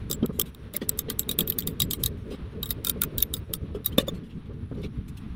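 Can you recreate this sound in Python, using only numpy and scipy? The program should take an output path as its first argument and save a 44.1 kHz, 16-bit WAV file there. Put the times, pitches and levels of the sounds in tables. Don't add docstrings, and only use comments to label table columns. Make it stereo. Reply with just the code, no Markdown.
import sys
import numpy as np
from scipy import signal
from scipy.fft import rfft, irfft, next_fast_len
from scipy.io import wavfile
from scipy.ndimage import uniform_filter1d, map_coordinates

SR = 44100
rng = np.random.default_rng(int(sys.argv[2]) if len(sys.argv) > 2 else 0)


def digitize_waveform(pressure):
    field = np.atleast_2d(pressure).T
    bounded = np.clip(field, -1, 1)
    quanta = np.round(bounded * 32767).astype(np.int16)
    wavfile.write(sys.argv[1], SR, quanta)


N = 236287

# (time [s], rumble [dB], drone [dB], hiss [dB])
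YARD_LEVELS = [(0, -37, -36, -49.5), (0.199, -41, -36.5, -53.5), (0.501, -46, -45, -55),
               (.8, -47.5, -45, -54), (1, -46, -41.5, -52.5), (1.57, -45, -34.5, -50),
               (2.05, -38, -39, -54.5), (2.4, -42, -42, -52), (3.05, -39.5, -37, -51.5),
               (3.55, -39, -44, -56), (4.09, -39, -38.5, -52), (4.251, -50.5, -41, -58),
               (4.5, -42, -38.5, -57), (4.8, -39, -35.5, -57), (5.36, -40.5, -40.5, -52.5)]
# (time [s], level [dB])
UPPER_DRONE_GAIN = [(0, -2), (.9, 6.5), (2, 3.5), (3.9, 5), (4.4, -6), (5.36, -12.5)]
# (frequency [Hz], relative level [dB])
RUMBLE_SPECTRUM = [(15, -37.5), (30, -0.5), (60, 18), (110, 12.5), (170, -4.5), (260, -54.5)]
DRONE_SPECTRUM = [(90, -4.5), (150, 2), (240, -1), (340, -11), (400, -10.5), (440, -6.5), (490, -18.5),
                  (560, -19), (680, -29.5), (900, -70)]
HISS_SPECTRUM = [(400, -11.5), (750, -5.5), (1200, 0), (1600, -2), (3000, -12), (3700, -12.5),
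                 (4300, -15.5), (5500, -23.5), (7000, -50)]
AIR_SPECTRUM = [(4000, -38.5), (5500, -3.5), (7500, -14), (10000, -4), (12500, -16), (15500, -13.5),
                (16200, -34)]
CRACK_SPECTRUM = [(500, -44), (1500, -1.5), (3000, -9), (5000, 9), (7000, 1), (9000, 4), (12000, 6.5),
                  (13200, 3), (15500, 6.5), (15900, -13), (16550, -11.5), (16900, -45.5)]
SCUFF_SPECTRUM = [(700, -17), (1500, 7.5), (3500, 13), (6000, -1.5), (8000, -35)]
SCUFF_TREBLE_SPECTRUM = [(4000, -20), (7000, -4.5), (12000, -6), (15500, -12), (16200, -51)]
# (frequency [Hz], level [dB])
ECHO_COLOUR = [(1500, 5.5), (3500, 12.5), (5500, -8), (8000, -2.5), (12000, -9), (15000, 0.5)]
# (frequency [Hz], correlation [1])
COHERENCE = [(25, .87), (300, .9), (600, .5), (1000, .05), (4000, .15), (6500, .5), (12000, .7)]
# (frequency [Hz], level [dB])
NEAR_BALANCE = [(200, -4.5), (600, 6), (1300, 1.5), (3000, 13), (4500, 6), (7000, -6.5), (12000, -12.5)]
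# (frequency [Hz], bandwidth [Hz], level [dB])
CAVITY_MODES = [(158, 75, 3), (201, 122.7, 3), (410, 74, 1), (544, 69, -7), (1216, 264, -16)]
# (time [s], duration [s], level [dB], frequency [Hz])
UNDERBODY_KNOCKS = [(0.103, 0.024, -27.5, 431), (0.227, 0.031, -16.5, 228), (0.291, 0.023, -23, 187),
                    (0.388, 0.029, -28, 429), (0.743, 0.042, -33, 590), (0.815, 0.022, -21.5, 398.5),
                    (1.084, 0.01, -27.5, 454), (1.386, 0.037, -20.5, 190), (1.971, 0.053, -32, 92),
                    (2.96, 0.021, -31, 440), (2.311, 0.042, -27, 401), (3.748, 0.03, -26, 410),
                    (3.981, 0.009, -11, 539), (3.982, 0.0063, -24.5, 169), (3.998, 0.014, -22.5, 555),
                    (4.024, 0.019, -32, 533), (4.079, 0.014, -22, 550), (4.139, 0.033, -37, 410),
                    (4.495, 0.03, -33.5, 396), (4.714, 0.022, -28.5, 249), (4.753, 0.063, -31.5, 200),
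                    (4.836, 0.029, -29.5, 398)]
# (time [s], duration [s], level [dB], treble level [dB])
RUBS = [(0.224, 0.015, -45, -64.5), (0.324, 0.089, -61, -65), (0.452, 0.039, -51.5, -57),
        (0.741, 0.03, -41, -53), (0.808, 0.035, -43.5, -57), (0.816, 0.0064, -34, -58),
        (1.081, 0.04, -44.5, -74), (1.989, 0.087, -57.5, -59), (2.167, 0.031, -66, -71),
        (2.301, 0.048, -46.5, -58.5), (3.743, 0.024, -53.5, -58), (3.917, 0.024, -54, -61.5),
        (3.978, 0.01, -23, -45), (3.987, 0.028, -34, -39.5), (4.067, 0.029, -46.5, -52.5),
        (4.138, 0.038, -55, -63), (4.231, 0.05, -60.5, -74), (4.293, 0.034, -56.5, -73.5),
        (4.452, 0.021, -61.5, -74), (4.528, 0.023, -61.5, -76), (4.741, 0.018, -57, -69.5),
        (4.766, 0.064, -57.5, -75.5), (4.814, 0.0099, -59, -59), (4.828, 0.033, -43.5, -59.5),
        (5.077, 0.021, -52, -53.5), (5.167, 0.019, -48.5, -54.5)]
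# (frequency [Hz], relative level [dB], base T60 [s])
HEAD_MODES = [(4540, -7, 0.015), (5100, -18, 0.044), (7650, -10, 0.018), (7776, -1, 0.059),
              (9200, -4.5, 0.053), (9430, -12, 0.038), (10100, -9.5, 0.052), (11500, -9.5, 0.011),
              (12100, -0.5, 0.086), (13400, -6.5, 0.049), (12240, -2, .04), (15300, 0, 0.052),
              (15500, -5, .02)]
HANDLE_UPPER_MODES = [(4090, -8, 0.0042), (4750, -8.5, 0.016), (5270, -10, 0.018), (7150, -15.5, 0.027)]
# (time [s], frequency [Hz])
SOCKET_PITCH = [(0, 1193), (2.75, 1181), (2.86, 1370), (3.05, 1412), (3.98, 1149)]
# (time [s], ring time factor [1], treble tilt [dB])
HAND_GRIP = [(0, 1.1, -6), (.45, 0.97, 1.5), (.8, 0.57, 7), (1.15, 0.72, -6), (1.4, 1.32, 8),
             (1.68, 0.45, 5), (1.8, 1.35, -4), (2.05, 0.76, 0), (2.7, 1.34, 5.5), (2.87, 0.92, -0.5),
             (3.2, 1.2, 7), (3.55, 0.45, -1.5), (3.87, 1.6, 17.5), (3.97, 1.35, -10), (4.08, 2, 4)]
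# (time
# [s], crack [dB], handle ring [dB], ring frequency [Hz], clank [dB], clank frequency [Hz], # socket ring [dB],
# duration [s])
PAWL_CLICKS = [(0.099, -31.5, -34, 3670, -47, 3280, -39, 0.026),
               (0.112, -18.5, -32, 3650, -23, 3960, -34.5, 0.019),
               (0.128, -23.5, -37, 3768, -30, 3490, -52, 0.03),
               (0.26, -31.5, -40, 3810, -42, 3170, -59, 0.0044),
               (.396, -13, -37, 3580, -19.5, 3190, -27.5, 0.023),
               (0.414, -16, -30, 3570, -21.5, 3420, -44, 0.0078),
               (.547, -43, -40, 3650, -44, 3320, -41, 0.0031),
               (0.737, -29, -39, 3810, -36.5, 3570, -39, .022),
               (0.765, -16, -37, 3720, -45, 3300, -30.5, 0.0069),
               (.892, -12.5, -32.5, 3710, -29, 3480, -43, .01),
               (0.913, -58, -60, 3800, -60, 3260, -67, .03), (0.974, -44, -55, 3750, -52, 4500, -60, 0.011),
               (0.99, -14.5, -27.5, 3710, -40, 3270, -36.5, 0.033),
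               (1.1, -17, -26, 3710, -25, 3220, -29, .035),
               (1.193, -13, -31.5, 3830, -28.5, 3270, -51, 0.036),
               (1.231, -52.5, -38, 3790, -50, 3340, -60, 0.0028),
               (1.291, -17, -23, 3790, -31, 3200, -32.5, 0.02),
               (1.312, -20, -27.5, 3870, -29, 3470, -50, 0.032),
               (1.388, -13.5, -26, 3774, -16.5, 3400, -60, 0.025),
               (1.406, -15, -28, 3736, -17.5, 3290, -55, 0.029),
               (1.475, -25.5, -38, 3736, -31.5, 3400, -43, 0.029),
               (1.499, -16, -32.5, 3530, -26, 4250, -44, 0.012),
               (1.522, -37, -37, 3800, -30.5, 3120, -48, 0.028),
               (1.586, -14, -23, 3590, -38, 5200, -58, 0.016),
               (1.604, -25, -43, 3480, -39, 4710, -59, 0.011),
               (1.622, -39, -43, 3800, -34, 3180, -51, 0.0045),
               (1.631, -60, -37, 3620, -52, 3300, -60, 0.012),
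               (1.673, -14.5, -21, 3686, -26, 3220, -36.5, 0.076),
               (1.801, -13, -19, 3810, -21.5, 3360, -29.5, 0.023),
               (1.819, -13, -22, 3766, -17, 3440, -41, 0.037),
               (1.909, -13, -30, 3660, -25, 3510, -40, 0.028),
               (1.933, -16.5, -30, 3900, -33, 3070, -35.5, 0.041),
               (2.036, -14.5, -22.5, 3780, -21, 3710, -60, .026),
               (2.06, -11.5, -17.5, 3790, -31, 4200, -36.5, 0.03),
               (2.629, -25.5, -27, 3800, -29, 3130, -34, .034),
               (2.657, -34.5, -37, 3750, -52, 3220, -41, 0.041),
               (2.691, -39, -42, 3800, -54, 3180, -50, 0.026),
               (2.706, -15, -25, 3766, -32.5, 3120, -33, .025),
               (2.847, -18, -27.5, 3830, -33.5, 3140, -36, 0.025),
               (2.869, -16.5, -20, 3660, -44, 3100, -25.5, 0.028),
               (2.884, -26, -48.5, 3710, -40, 3200, -38, 0.0067),
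               (2.896, -10.5, -19, 3740, -25, 3170, -30, 0.022),
               (3.017, -15, -30.5, 3670, -29, 3140, -20, 0.043),
               (3.018, -18.5, -44, 3600, -38, 4560, -36.5, .003),
               (3.035, -13.5, -40.5, 3716, -28.5, 3310, -21.5, 0.017),
               (3.181, -19, -28, 3840, -26.5, 3413, -47, 0.016),
               (3.202, -26.5, -33, 3747, -35.5, 3340, -45, 0.02),
               (3.225, -9, -25, 3744, -27.5, 3260, -55, 0.013),
               (3.338, -18.5, -21.5, 3770, -25.5, 3330, -37, 0.045),
               (3.366, -42, -43, 3750, -43.5, 4200, -38.5, 0.035),
               (3.536, -15, -24.5, 3720, -24.5, 3290, -31.5, 0.037),
               (3.55, -42.5, -46, 3720, -49, 3050, -45, 0.0075),
               (3.845, -41.5, -39.5, 3830, -55, 3330, -61, 0.024),
               (3.86, -16, -25.5, 3787, -49, 3230, -35.5, 0.041),
               (3.982, -16.5, -15, 3593, -19, 3495, -18, 0.046),
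               (4.082, -37.5, -26.5, 3575, -38, 3260, -29.5, 0.018)]

LEAD_S = 0.006
CLICK_TIME = np.arange(SR // 14) / SR - LEAD_S
RING_TIME = np.maximum(CLICK_TIME, 0)
ATTACK = 1 - np.exp(-(RING_TIME / 0.00094) ** 2)


def amp(db):
    return 10 ** (np.asarray(db) / 20)


def unit(x):
    return x / np.sqrt(np.mean(x ** 2) + 1e-20)


def along(points, hz):
    freqs, values = np.transpose(points)
    return np.interp(np.log(hz + 1), np.log(freqs + 1), values)


def spectrum(points):
    return lambda hz: amp(along(points, hz))


def at_time(table, t):
    times, *columns = np.transpose(table)
    return [np.interp(t, times, column) for column in columns]


def filtered(x, response):
    size = next_fast_len(x.shape[-1] + 8192)
    return irfft(rfft(x, size) * response(np.fft.rfftfreq(size, 1 / SR)), size)[..., :x.shape[-1]]


def wobble(rate):
    return map_coordinates(rng.standard_normal(int(N * rate / SR) + 4), [np.arange(N) * rate / SR])


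def cutoff(t, lasts, fade):
    return np.clip((lasts - t) / fade + .5, 0, 1)


def diffuse_noise(response, coherence=COHERENCE):
    def mid_side(hz):
        angle = np.arccos(np.clip(along(coherence, hz), -1, 1)) / 2
        return response(hz) * [np.cos(angle), np.sin(angle)]
    mid, side = filtered(rng.standard_normal((2, N)), mid_side)
    return unit(np.array([mid + side, mid - side]))


def streaky(x, depth_db):
    bins = signal.stft(x, nperseg=512)[2]
    field = uniform_filter1d(rng.standard_normal(bins.shape[1:]), size=2, axis=0)
    field = uniform_filter1d(field, size=6, axis=1)
    return unit(signal.istft(bins * amp(depth_db * unit(field)), nperseg=512)[1][:, :N])


def near_field(x, lean=1):
    def response(hz):
        lag = np.exp(-4j * np.pi * np.tanh((hz / 6400) ** 3) ** (1 / 3))
        return amp(lean * along(NEAR_BALANCE, hz) * [[.5], [-.5]]) * [lag, np.ones_like(hz)]
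    return filtered(x, response)


def neighbourhood(split_hz=346):
    t = np.arange(N) / SR
    rumble_db, drone_db, hiss_db = at_time(YARD_LEVELS, t)
    jump = wobble(28)
    rumble = amp(rumble_db + 3.3 * wobble(20) + 2 * jump) * diffuse_noise(spectrum(RUMBLE_SPECTRUM))
    drone_db += 1.2 * wobble(13) + 2.2 * jump + 2.2 * wobble(30)
    drone = amp(drone_db) * diffuse_noise(spectrum(DRONE_SPECTRUM))
    upper = filtered(drone, lambda hz: 1 / (1 + (split_hz / (hz + 1)) ** 8))
    drone += upper * (amp(at_time(UPPER_DRONE_GAIN, t)[0] + 2.6 * wobble(22.01)) - 1)
    hiss_gain = amp(hiss_db + 1.2 * jump + .8 * wobble(28))
    hiss = near_field(diffuse_noise(spectrum(HISS_SPECTRUM), coherence=[(1000, .5)]), lean=.3)
    air_gain = amp(hiss_db - 22 + 2.3 * wobble(24))
    air = streaky(diffuse_noise(spectrum(AIR_SPECTRUM)), depth_db=5)
    return (rumble + drone) * amp([[.4], [-.4]]) + hiss_gain * hiss + air_gain * air


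def insects():
    high = amp(-84 + 2.5 * wobble(19)) * diffuse_noise(lambda hz: np.exp(-((hz - 10300) / 180) ** 2))
    low = amp(-87 + 3 * wobble(5)) * diffuse_noise(lambda hz: np.exp(-((hz - 5700) / 400) ** 2))
    return high + low


def cavity(hz):
    modes = sum((-1) ** k * amp(db) * 1j * hz * width / (centre ** 2 - hz ** 2 + 1j * hz * width)
                for k, (centre, width, db) in enumerate(CAVITY_MODES))
    return modes / (1 + (hz / 2500) ** 2)


def knocks(thud_db=-9):
    t = np.arange(SR // 12) / SR
    thud, boom = np.zeros((2, N + SR))
    for start, lasts, db, hz in UNDERBODY_KNOCKS:
        span = round(start * SR) + np.arange(len(t))
        shape = np.clip(t / 0.0012, 0, 1) * cutoff(t, lasts, fade=0.0039)
        thud[span] += amp(db + thud_db) * shape * np.clip(t / 0.0013, 0, 1)
        boom[span] += amp(db - 60 * t / 0.09) * shape * np.sin(2 * np.pi * hz * t)
    return near_field(boom[:N]) + thud[:N] * diffuse_noise(cavity)


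def scuffs():
    t = np.arange(SR // 12) / SR
    gains = np.zeros((2, N + SR))
    for start, lasts, db, treble_db in RUBS:
        span = round(start * SR) + np.arange(len(t))
        swell = np.clip(t / [[.007], [.009]], 0, 1) * cutoff(t, lasts, fade=1.1 * lasts)
        gains[:, span] += amp([[db], [treble_db]]) * swell
    rub = streaky(diffuse_noise(spectrum(SCUFF_SPECTRUM), coherence=[(1000, .3)]), depth_db=5.5)
    treble = streaky(diffuse_noise(spectrum(SCUFF_TREBLE_SPECTRUM)), depth_db=5)
    return gains[0, :N] * near_field(rub, lean=.25) + gains[1, :N] * treble


def scattered(x):
    t = np.arange(SR // 100) / SR
    tail = rng.standard_normal((2, len(t))) * amp(-60 * t / 0.0043)
    tail = np.diff(tail / np.linalg.norm(tail[0]), axis=1) / 2
    return amp(2.5) * signal.fftconvolve(x, tail, axes=1)[:, :x.shape[1]]


def damped_tone(hz, db, t60, phase=0):
    return amp(db - 60 * RING_TIME / t60) * np.sin(2 * np.pi * hz * CLICK_TIME + phase)


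def struck_modes(modes, draw, spread_db, stretch):
    hz, db, t60 = np.transpose(modes)[:, :, None]
    strength, drift, phase = draw.T[:, :, None]
    gain = amp(db + spread_db * strength)
    pitch = hz * (1 + .018 * drift)
    envelope = gain * amp(-60 * RING_TIME / (t60 * stretch))
    return envelope * np.sin(2 * np.pi * pitch * RING_TIME + 3 * phase), np.sqrt(np.sum(gain ** 2) / 2)


def head_strike(db, echo_db, tilt_db, grit, rattle, draw):
    t = CLICK_TIME
    lead_in = amp(-21.5 + 60 * t / 0.025) * (t < .001) * np.clip((t + LEAD_S) / 0.0013, 0, 1)
    crack = (amp(-60 * RING_TIME / 0.013) * ATTACK + lead_in) * grit
    fast, fast_rms = struck_modes(HEAD_MODES, draw[0], spread_db=5, stretch=0.21)
    slow, slow_rms = struck_modes(HEAD_MODES, draw[1], spread_db=8, stretch=1.6)
    ping = amp(db + 0.5) * fast.sum(0) / fast_rms
    shimmer = amp(echo_db - 2.5) * (slow * (0.2 + rattle)).sum(0) / slow_rms
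    tilt = lambda hz: amp(tilt_db * np.clip(np.log2((hz + 1) / 10500) * 1.4, -.5, .5))
    return filtered(amp(db) * crack + ATTACK * (ping + shimmer), tilt)


def handle_ring(hz, db, stretch, draw):
    upper, _ = struck_modes(HANDLE_UPPER_MODES, draw[:len(HANDLE_UPPER_MODES)], 3, stretch)
    return damped_tone(hz, db, t60=0.029 * stretch, phase=3 * draw[-2, 0]) + amp(db) * upper.sum(0)


def ratchet(linger_db=-21.5):
    t, samples = CLICK_TIME, np.arange(len(CLICK_TIME))
    direct, indirect = np.zeros((2, 2, N + SR))
    echo = np.zeros(N + SR)
    crack_colour = spectrum(CRACK_SPECTRUM)
    grit = unit(filtered(rng.standard_normal(N + SR), crack_colour))
    loose, chatter = wobble(900), wobble(1400)
    ring_rise = 1 - np.exp(-RING_TIME / 0.0011)
    for start, db, ring_db, ring_hz, clank_db, clank_hz, socket_db, lasts in PAWL_CLICKS:
        span = round((start - LEAD_S) * SR) + samples
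        gate = np.maximum(cutoff(t, lasts, fade=.005), amp(linger_db) * cutoff(t, .055, fade=.02))
        echo_db = -31 + 0.52 * (db + 14)
        stretch, tilt_db = at_time(HAND_GRIP, start)
        socket_hz, = at_time(SOCKET_PITCH, start)
        *head_draw, draw = rng.standard_normal((3, len(HEAD_MODES), 3))
        rattle = loose[rng.integers(N - len(t), size=(len(HEAD_MODES), 1)) + samples]
        head = head_strike(db, echo_db, tilt_db, grit[span], rattle, head_draw)
        handle = handle_ring(ring_hz, ring_db, stretch, draw) * (1.74 + 0.34 * rattle[1])
        clank = damped_tone(clank_hz, clank_db, t60=0.015, phase=3 * draw[-2, 1])
        clank *= 1.8 + 1.18 * chatter[span]
        socket = damped_tone(socket_hz, socket_db, t60=0.077) * (0.49 + 0.22 * rattle[0])
        swing = amp(draw[-1, 0] * np.array([[1.5], [-1.5]]))
        click = gate * (head * swing + ATTACK * ((handle + clank) * ring_rise + socket))
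        direct[:, span] += click
        conducted = amp(-3) * gate * ATTACK * socket
        indirect[:, span] += scattered(click) + conducted
        echo[span] += gate * ATTACK * amp(echo_db - 60 * RING_TIME / 0.081)
    echo_noise = diffuse_noise(lambda hz: crack_colour(hz) * amp(along(ECHO_COLOUR, hz)))
    return near_field(direct[:, :N]) + indirect[:, :N] + echo[:N] * streaky(echo_noise, depth_db=8.5)


def scene():
    return ratchet() + knocks() + scuffs() + neighbourhood() + insects()


def record(dry, ceiling=.95, top_hz=16950):
    rounded = dry / (1 + np.abs(dry / ceiling) ** 4) ** (1 / 4)
    return filtered(rounded, lambda hz: hz < top_hz)


dry = scene()
out = record(dry)
digitize_waveform(out)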